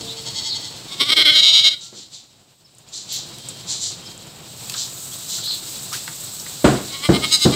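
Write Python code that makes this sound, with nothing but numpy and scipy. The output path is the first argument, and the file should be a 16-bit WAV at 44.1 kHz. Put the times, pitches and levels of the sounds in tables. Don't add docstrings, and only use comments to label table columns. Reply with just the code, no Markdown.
import sys
import numpy as np
from scipy import signal
from scipy.fft import rfft, irfft, next_fast_len
from scipy.io import wavfile
from scipy.ndimage import uniform_filter1d, minimum_filter1d

SR = 44100
rng = np.random.default_rng(int(sys.argv[2]) if len(sys.argv) > 2 else 0)


def persist_wave(psi):
    counts = np.round(np.clip(psi, -1, 1) * 32767).astype(np.int16)
    wavfile.write(sys.argv[1], SR, np.atleast_2d(counts).T)


N = 333341
TIME = np.arange(N) / SR

# t/s, rumble level/dB, hiss level/dB, fizz level/dB
BACKGROUND_LEVELS = [(0, -41, -36.5, -73), (.85, -41, -40, -55), (1.3, -41, -35, -69),
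                     (1.899, -54.5, -49.5, -80), (2.298, -57.5, -56, -65), (2.7, -58.5, -60, -64.5),
                     (2.95, -48, -48, -63), (3.3, -43.5, -40.5, -54), (4.0, -43, -42, -56),
                     (4.4, -43, -45, -50), (4.65, -42.5, -38.5, -38.5), (5.05, -44, -39.5, -35.5),
                     (5.6, -42.5, -35.5, -34), (6.4, -43.5, -38.5, -35), (7.0, -41, -34.5, -39.5),
                     (7.56, -42, -27, -42)]
# f/Hz, relative level/dB
RUMBLE_COLOUR = [(15, -63.5), (25, -6), (76, -14.5), (97, -5), (123, 0.5), (252, -10), (331, -9),
                 (452, -13), (498, -12), (654, -14), (707, -12.5), (795, -14), (2060, -23), (2600, -18.5),
                 (3380, -16.5), (5720, -120)]
HISS_COLOUR = [(1000, -24.5), (2400, -12.5), (3200, -5), (3900, 3), (5000, -1.5), (6200, -7), (7900, -1),
               (8700, -10), (9500, -17), (16000, -19)]
FIZZ_COLOUR = [(700, -11), (1300, -2.5), (2200, -19.5), (6000, 1.5), (8000, 12.5), (9500, -5), (12500, -1),
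               (15200, 1.5), (16000, -18)]
# t/s, length/s, level/dB, f/Hz
YARD_TONES = [(0, 0.39, -42.5, 452), (0, .2, -49, 690), (1.8, 0.18, -60.5, 1370), (3.38, 0.39, -49.5, 3190),
              (4.01, 0.27, -47.5, 3180), (4.862, 0.45, -59, 1325)]
# f/Hz, fade time/s
PEN_FADE = [(200, 0.42), (1500, 0.21), (4000, 0.38), (8000, 0.17), (15000, 0.074)]
# delay/s, level/dB
FIRST_ECHOES = [(.0047, -17), (.0083, -19.5)]
# t/s, length/s, level/dB, start f/Hz, middle f/Hz, end f/Hz, rasp/0-1
BIRD_CHIRPS = [(0.065, 0.068, -31.5, 3700, 3820, 3730, 0.62), (0.479, 0.083, -23.5, 4440, 4303, 3660, 0.62),
               (2.642, 0.031, -50, 4800, 5280, 3500, .05), (4.054, 0.031, -38, 4770, 5210, 3500, 0.1),
               (5.112, 0.034, -42, 3200, 3330, 3340, .3), (5.416, .16, -24.5, 3610, 4174, 3654, 0.83),
               (5.916, 0.042, -32, 1260, 1356, 2210, 0.23)]
# t/s, level/dB, centre f/Hz, width/octaves,
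# decay/s
STALK_SNAPS = [(2.749, -44, 7950, 0.13, 0.0044), (2.784, -42, 7500, 0.37, 0.0059),
               (2.887, -41.5, 7000, 0.093, 0.0092), (3.125, -34, 13000, 0.44, .035),
               (3.385, -31, 6900, 0.7, 0.0019), (3.487, -22.5, 7800, 0.17, 0.0053),
               (4.177, -34, 7500, 0.19, .003), (4.27, -36, 7450, 0.17, .003),
               (4.697, -20.5, 4530, 1, 0.0045), (4.721, -24, 4500, 0.99, .003),
               (4.74, -21.5, 4200, 0.36, 0.0043), (4.743, -35.5, 1260, 0.53, 0.022),
               (5.384, -37.5, 1300, 0.38, 0.017), (5.475, -41, 1300, .3, .02),
               (5.928, -25, 4430, 0.89, 0.04), (6.078, -24, 1440, 1, 0.0057),
               (6.398, -27, 5540, .15, 0.0046), (6.464, -30, 1900, 1, 0.0057)]
# t/s, level/dB, rise/s, decay/s, treble tilt/(dB per octave)
GRASS_SWISHES = [(1.841, -37, 0.037, 0.037, -7.5), (1.99, -37.5, 0.046, 0.047, -10),
                 (2.14, -37.5, 0.018, 0.05, -8.5), (2.954, -31, 0.026, 0.057, -5.5),
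                 (3.135, -25, 0.037, .055, -8.5), (3.705, -23.5, 0.026, 0.058, -4.5),
                 (3.845, -24, 0.038, 0.053, -4), (4.8, -25, 0.039, 0.047, -5),
                 (5.33, -26, 0.039, 0.063, -5.5)]
# f/Hz, relative level/dB
GRASS_COLOUR = [(1060, -48), (1800, -30.5), (2750, -22), (3120, -12), (4090, 0), (5400, -3.5), (6070, 0),
                (6590, -1.5), (7140, 5), (7470, 4.5), (9790, -19.5), (12700, -25), (15500, -39)]
# t/s, level/dB, treble tilt/(dB per octave)
KNOCK_EVENTS = [(.004, -35.5, -6), (1.925, -43.5, 1.5), (1.975, -48.5, -1), (6.643, -5.5, 0.5),
                (7.088, -7, -1), (7.452, -8.5, -2.5)]
# f/Hz, relative level/dB, time to fade 60 dB/s (capped when used)
KNOCK_LOW_MODES = [(66.5, -10, 0.5), (133.3, -0.5, 0.51), (203, -1, 0.5), (301.5, 0, 0.35),
                   (352, 7.5, 0.19), (445, -10, 0.78), (670, -24, 0.37), (735, -16, 0.1)]
# f/Hz, relative level/dB
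KNOCK_BODY_COLOUR = [(21, -43), (35, -21), (151, 2), (333, 2.5), (568, -6), (700, -5.5), (883, -13),
                     (1470, -15.5), (1610, -18), (2450, -26), (3720, -25.5), (6060, -36.5), (8010, -28),
                     (9000, -40), (11700, -52), (19800, -120)]
# f/Hz, fade time/s
KNOCK_BODY_FADE = [(60, 0.38), (200, 0.41), (500, 0.39), (1500, 0.45), (6000, 0.55)]

# t/s, level/dB, length/s, pitch f/Hz, roughness/0-1,
# mouth (place along the bleat's list of mouth shapes, from 0), level in the lull after it/dB
FAR_THROBS = [(.01, -29.5, 0.016, 289.6, 0.71, 0, -73), (.1, -52, 0.06, 285.7, 0.46, 0, -59),
              (.187, -33, 0.032, 298.8, 0.38, 0, -48), (.28, -26.5, 0.035, 308.4, 0.61, 0, -44),
              (.378, -25.5, 0.043, 302.4, 0.48, 0, -36), (.468, -25.5, 0.048, 302.4, 0.24, 0, -48),
              (.56, -27.5, 0.027, 298, 0.52, 0, -35), (.655, -31, 0.044, 291, 0.33, 0, -43),
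              (.75, -41, 0.047, 290, 0.34, 0, -43)]
LOUD_THROBS = [(.93, -29, 0.029, 275.2, 0.3, 0, -39), (1.02, -10.5, 0.035, 277.4, 0.66, 0.41, -22.5),
               (1.1, -11.5, 0.024, 300.1, 0.63, 0.46, -21), (1.128, -3, 0.016, 316.7, 0.4, 0.53, -30),
               (1.197, 1.5, 0.049, 311, 0.63, 0.71, -47), (1.28, -1.5, 0.046, 301.4, 0.24, 0.87, -13),
               (1.38, 3.5, 0.04, 313.1, 0.57, 1.66, -17.5), (1.465, 2.5, 0.055, 322, 0.54, 1.93, -15),
               (1.567, -1, 0.053, 332, 0.5, 1.87, -16), (1.666, -4.5, 0.042, 312.8, 0.58, 1.8, -24),
               (1.725, -20.5, 0.041, 310, 0.1, 1.78, -40), (1.77, -44.5, .025, 279, 0.1, 1.1, -50)]
LAST_THROBS = [(6.95, -27, 0.036, 272.8, 0.67, 0.41, -38), (7.053, -20, 0.038, 292.7, 0.53, 0.17, -38),
               (7.155, -18, 0.038, 305.8, 0.43, 0.35, -40), (7.245, -18.5, 0.035, 314.6, 0.52, 0.2, -32),
               (7.339, -7.5, 0.037, 319.2, 0.59, 2.4, -25.5), (7.437, -12.5, 0.041, 303, 0.14, 1.76, -46),
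               (7.538, -21.5, 0.029, 295, 0.31, 0.35, -39)]
# f/Hz, width/Hz, relative level/dB
MOUTH_TURNED_AWAY = [(917, 140, -13.5), (2020, 200, -12), (3300, 340, -1.5), (3950, 480, -3.5),
                     (4426, 170, 5), (5250, 600, -5.5), (6670, 1040, -7.5), (7900, 410, -6.5)]
MOUTH_PARTED = [(299, 280, -22.5), (1193, 230, -9.5), (2190, 180, -10), (3260, 890, -12.5),
                (3640, 350, 0.5), (4550, 560, -8), (5460, 280, -9), (8160, 440, -15)]
MOUTH_OPEN = [(395, 280, -14.5), (1432, 237, -10), (2152, 264, -2.5), (3282, 310, 5.5), (3700, 400, -25.5),
              (4125, 296, 0.5), (5050, 700, -13.5), (8450, 580, -25.5)]
MOUTH_WIDE = [(547, 220, -19.5), (1160, 256, -18), (2176, 130, -1), (3130, 455, 1), (3814, 360, 11),
              (4750, 450, -0.5), (5600, 230, -4.5), (6680, 200, -5), (7600, 1800, -18.5)]
MOUTH_SLACK = [(453, 300, -11), (1186, 280, 0), (2175, 285, 3.5), (3210, 510, 4), (4200, 270, 1),
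               (5100, 520, -7), (8270, 1030, -7.5), (11000, 640, -16.5), (15200, 500, -16)]
MOUTH_TENSE = [(300, 240, -28.5), (1280, 410, -26), (2160, 220, -18.5), (2920, 290, -18), (3960, 270, -2.5),
               (4920, 450, -8.5), (6530, 210, -11), (8060, 1160, -16.5)]
# f/Hz, relative level/dB
BUZZ_FLOOR = [(200, -50), (800, -50), (6000, -30.5), (9000, -35), (9700, -46), (10400, -31), (11500, -31.5),
              (12200, -45), (13000, -31.5), (14100, -50), (15100, -31), (15800, -51.5)]
# f/Hz, relative level/dB
FLUTTER_COLOUR = [(60, -32), (170, -14), (300, 0), (480, -3), (700, -10.5), (1000, -11), (3000, -59)]


def amp(db):
    return 10 ** (np.asarray(db) / 20)


def unit(x):
    return x / np.sqrt(np.mean(x ** 2) + 1e-20)


def read(points, hz):
    f, value = np.transpose(points)
    return np.interp(np.log(hz + 1), np.log(f + 1), value)


def add(mix, s, sound):
    part = mix[max(round(s * SR), 0):][:len(sound)]
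    part += sound[:len(part)]


def noise(size, shape):
    hz = np.fft.rfftfreq(size, 1 / SR) + 1
    spectrum = rfft(rng.standard_normal(size)) * amp(shape(hz))
    return unit(irfft(spectrum, size))


def wander(size, hz):
    return noise(size, lambda f: -10 * np.log10(1 + (f / hz) ** 4))


def die_away(x, t60):
    hz, t, bands = signal.stft(x, SR, nperseg=256)
    fade = amp(-60 * t / read(t60, hz)[:, None])
    return signal.istft(bands * fade, SR, nperseg=256)[1][:len(x)]


def background(flutter_db=1.57, flutter_hz=17):
    s, *levels = np.transpose(BACKGROUND_LEVELS)
    size = next_fast_len(N)
    out = np.zeros(N)
    for db, colour in zip(levels, [RUMBLE_COLOUR, HISS_COLOUR, FIZZ_COLOUR]):
        level_db = np.interp(TIME, s, db) + flutter_db * wander(size, flutter_hz)[:N]
        out += amp(level_db) * noise(size, lambda f: read(colour, f))[:N]
    return out


def tones():
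    out = np.zeros(N)
    for s, length, db, hz in YARD_TONES:
        t = np.arange(int(length * SR)) / SR
        swell = np.sin(np.pi * np.sqrt(t / length))
        add(out, s, amp(db) * np.sqrt(2) * swell * np.sin(2 * np.pi * hz * t))
    return out


def pen(x, size=22000, echoes_per_s=2500):
    signs = rng.choice([-1., 1.], size)
    chosen = rng.random(size) < echoes_per_s / SR
    late = np.arange(size) > .004 * SR
    tail = die_away(signs * chosen * late, PEN_FADE)
    return signal.fftconvolve(x, tail / np.linalg.norm(tail))[:N]


def bounced(x):
    out = x.copy()
    for delay, db in FIRST_ECHOES:
        out += amp(db) * np.pad(x, (round(delay * SR), 0))[:N]
    return out


def chirps(rasp_hz=420, flutter_hz=590):
    out = np.zeros(N)
    for s, length, db, start, middle, end, rasp in BIRD_CHIRPS:
        u = np.linspace(0, 1, int(length * SR))
        arch = np.polyval(np.polyfit([0, .5, 1], [start, middle, end], 2), u)
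        hz = arch + rasp_hz * rasp * wander(len(u), flutter_hz)
        whistle = np.sqrt(2) * np.sin(2 * np.pi * np.cumsum(hz) / SR)
        add(out, s, amp(db) * np.sin(np.pi * u) ** 0.85 * whistle)
    return out


def snaps():
    out, t = np.zeros(N), np.arange(SR // 8) / SR
    for s, db, hz, octaves, decay in STALK_SNAPS:
        burst = noise(len(t), lambda f: -20 * np.log10(1 + (np.log2(f / hz) / octaves) ** 2))
        add(out, s, amp(db) * np.exp(-t / decay) * burst)
    return out


def rustles(grain_db=2, grain_hz=460):
    out, t = np.zeros(N), np.arange(-SR // 8, SR // 2) / SR
    for s, db, rise, decay, tilt_db in GRASS_SWISHES:
        swish = noise(len(t), lambda f: read(GRASS_COLOUR, f)
                      + tilt_db * np.log2(np.clip(f, 3000, 9000) / 5000))
        rising = np.exp(-(t / rise) ** 2)
        dying = np.exp(1 - np.sqrt(1 + (t / decay * 1.33) ** 2))
        grainy = unit(swish * amp(grain_db * wander(len(t), grain_hz)))
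        add(out, s + t[0], amp(db) * np.where(t < 0, rising, dying) * grainy)
    return out


def knocks(modes_db=-4, body_db=0, rise=0.0023, hold=0.012):
    out, t = np.zeros(N), np.arange(SR // 2) / SR
    onset = (1 - np.exp(-t / rise)) * (0.65 + 0.39 * np.exp(-(t / hold) ** 2))
    for s, db, tilt_db in KNOCK_EVENTS:
        ring = np.zeros(len(t))
        for hz, level, t60 in KNOCK_LOW_MODES:
            fade = amp(level - 60 * t / min(t60, .45))
            ring += fade * np.sin(2 * np.pi * (hz * t + rng.random()))
        rattle = noise(len(t), lambda f: read(KNOCK_BODY_COLOUR, f)
                       + tilt_db * np.log2(np.maximum(f, 300) / 300))
        body = die_away(rattle, KNOCK_BODY_FADE)
        blow = amp(modes_db) * ring / np.std(ring[:SR // 30])
        blow += amp(body_db) * body / np.std(body[:SR // 30])
        add(out, s, amp(db) * blow * onset)
    return out


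def throat(resonances, size=2048):
    hz = np.fft.rfftfreq(size, 1 / SR)
    power = amp(read(BUZZ_FLOOR, hz)) ** 2
    for f, width, db in resonances:
        power = power + amp(db) ** 2 / (1 + ((hz - f) / width) ** 2) ** 4
    bass_cut = (hz + 1) ** 4 / (hz ** 4 + 200 ** 4)
    log_gain = np.log(power * bass_cut) / 2
    analytic = signal.hilbert(np.r_[log_gain, log_gain[-2:0:-1]])
    return np.fft.ifft(np.exp(analytic.conj())).real[:size // 2]


def bleat(throbs, mouths, arch, quaver, edge, jitter, rasp, limp,
          shimmer_db=5, quaver_hz=21.5, flutter_db=-20):
    s, db, length, pitch, rough, mouth, lull_db = np.transpose(throbs)
    t = np.arange(max(s[0] - .06, 0), s[-1] + 0.052, 1 / SR)
    size = len(t)
    rough = np.interp(t, s, np.clip(rough, 0, 1))
    mouth = np.interp(t, s, np.clip(mouth, 0, len(mouths) - 1))

    swells = .5 ** abs(2 * (t - s[:, None]) / length[:, None]) ** edge
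    lulls = amp(np.interp(t, s + length, lull_db)) * (1 - np.minimum(swells.sum(0), 1))
    level = amp(db) @ swells + lulls

    cycle = 2 * np.pi * np.interp(t, s, np.arange(len(s)))
    bend = arch * (np.cos(cycle) - 1) + quaver * np.cos(2 * np.pi * quaver_hz * (t - s[0]))
    hz = np.interp(t, s, pitch) * (1 + bend)

    rough = rough * (.15 + .85 * swells.max(0))
    turns = np.cumsum(hz * (1 + jitter * rough * wander(size, 180))) / SR
    at = np.interp(np.arange(1, int(turns[-1])), turns, np.arange(size))
    rattle = rough[at.astype(int)]
    at = at + limp * rattle * np.gradient(at) * (np.arange(len(at)) % 2)

    near = at.astype(int)[:, None] + np.arange(-8, 9)
    strength = amp(shimmer_db * rattle * rng.standard_normal(len(at)))
    spike = np.sinc(near - at[:, None]) * np.hanning(near.shape[1])
    pulses = np.zeros(size)
    np.add.at(pulses, np.clip(near, 0, size - 1), strength[:, None] * spike)

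    puffs = (.2 + np.exp(-(turns % 1) / .25)) * rng.standard_normal(size)
    drive = unit(pulses) + rasp * rough * unit(puffs)

    voice = np.zeros(size)
    for k, shape in enumerate(mouths):
        share = np.maximum(1 - abs(mouth - k), 0)
        voice += share * unit(signal.fftconvolve(drive, throat(shape))[:size])
    flutter = noise(size, lambda f: read(FLUTTER_COLOUR, f))
    voice += amp(flutter_db) * rough * np.clip(1.9 - mouth, 0, 1) * flutter

    out = np.zeros(N)
    add(out, t[0], voice * level * signal.windows.tukey(size, .04))
    return out


def scene(near_wet_db=-21, far_wet_db=-10, small_wet_db=-10):
    small = rustles() + snaps()
    far_bleat = bleat(FAR_THROBS, [MOUTH_TURNED_AWAY],
                      arch=.045, quaver=0, edge=2, jitter=.02, rasp=.35, limp=.01)
    loud = bleat(LOUD_THROBS, [MOUTH_PARTED, MOUTH_OPEN, MOUTH_WIDE],
                 arch=0, quaver=.03, edge=4, jitter=.018, rasp=.28, limp=.036)
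    last = bleat(LAST_THROBS, [MOUTH_SLACK, MOUTH_WIDE, MOUTH_TENSE],
                 arch=.016, quaver=.008, edge=2.6, jitter=.025, rasp=.55, limp=.03)
    far = far_bleat + chirps()
    near = bounced(loud + last)
    echoes = pen(amp(near_wet_db) * near + amp(far_wet_db) * far + amp(small_wet_db) * small)
    mix = background() + tones() + small + knocks() + far + near + echoes
    return np.tile(mix, (2, 1))


def record(dry, low_cut_hz=47, edge_hz=15800, window=260):
    bass_cut = signal.butter(4, low_cut_hz, "high", fs=SR, output="sos")
    thin = signal.sosfilt(bass_cut, dry)
    headroom = 1 / np.maximum(abs(thin).max(0), 1)
    limited = thin * uniform_filter1d(minimum_filter1d(headroom, size=window), size=window)
    treble_cut = signal.firwin(511, edge_hz, window=("kaiser", 9), fs=SR)
    return signal.oaconvolve(limited, treble_cut[None], "same")


dry = scene()
out = record(dry)
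persist_wave(out)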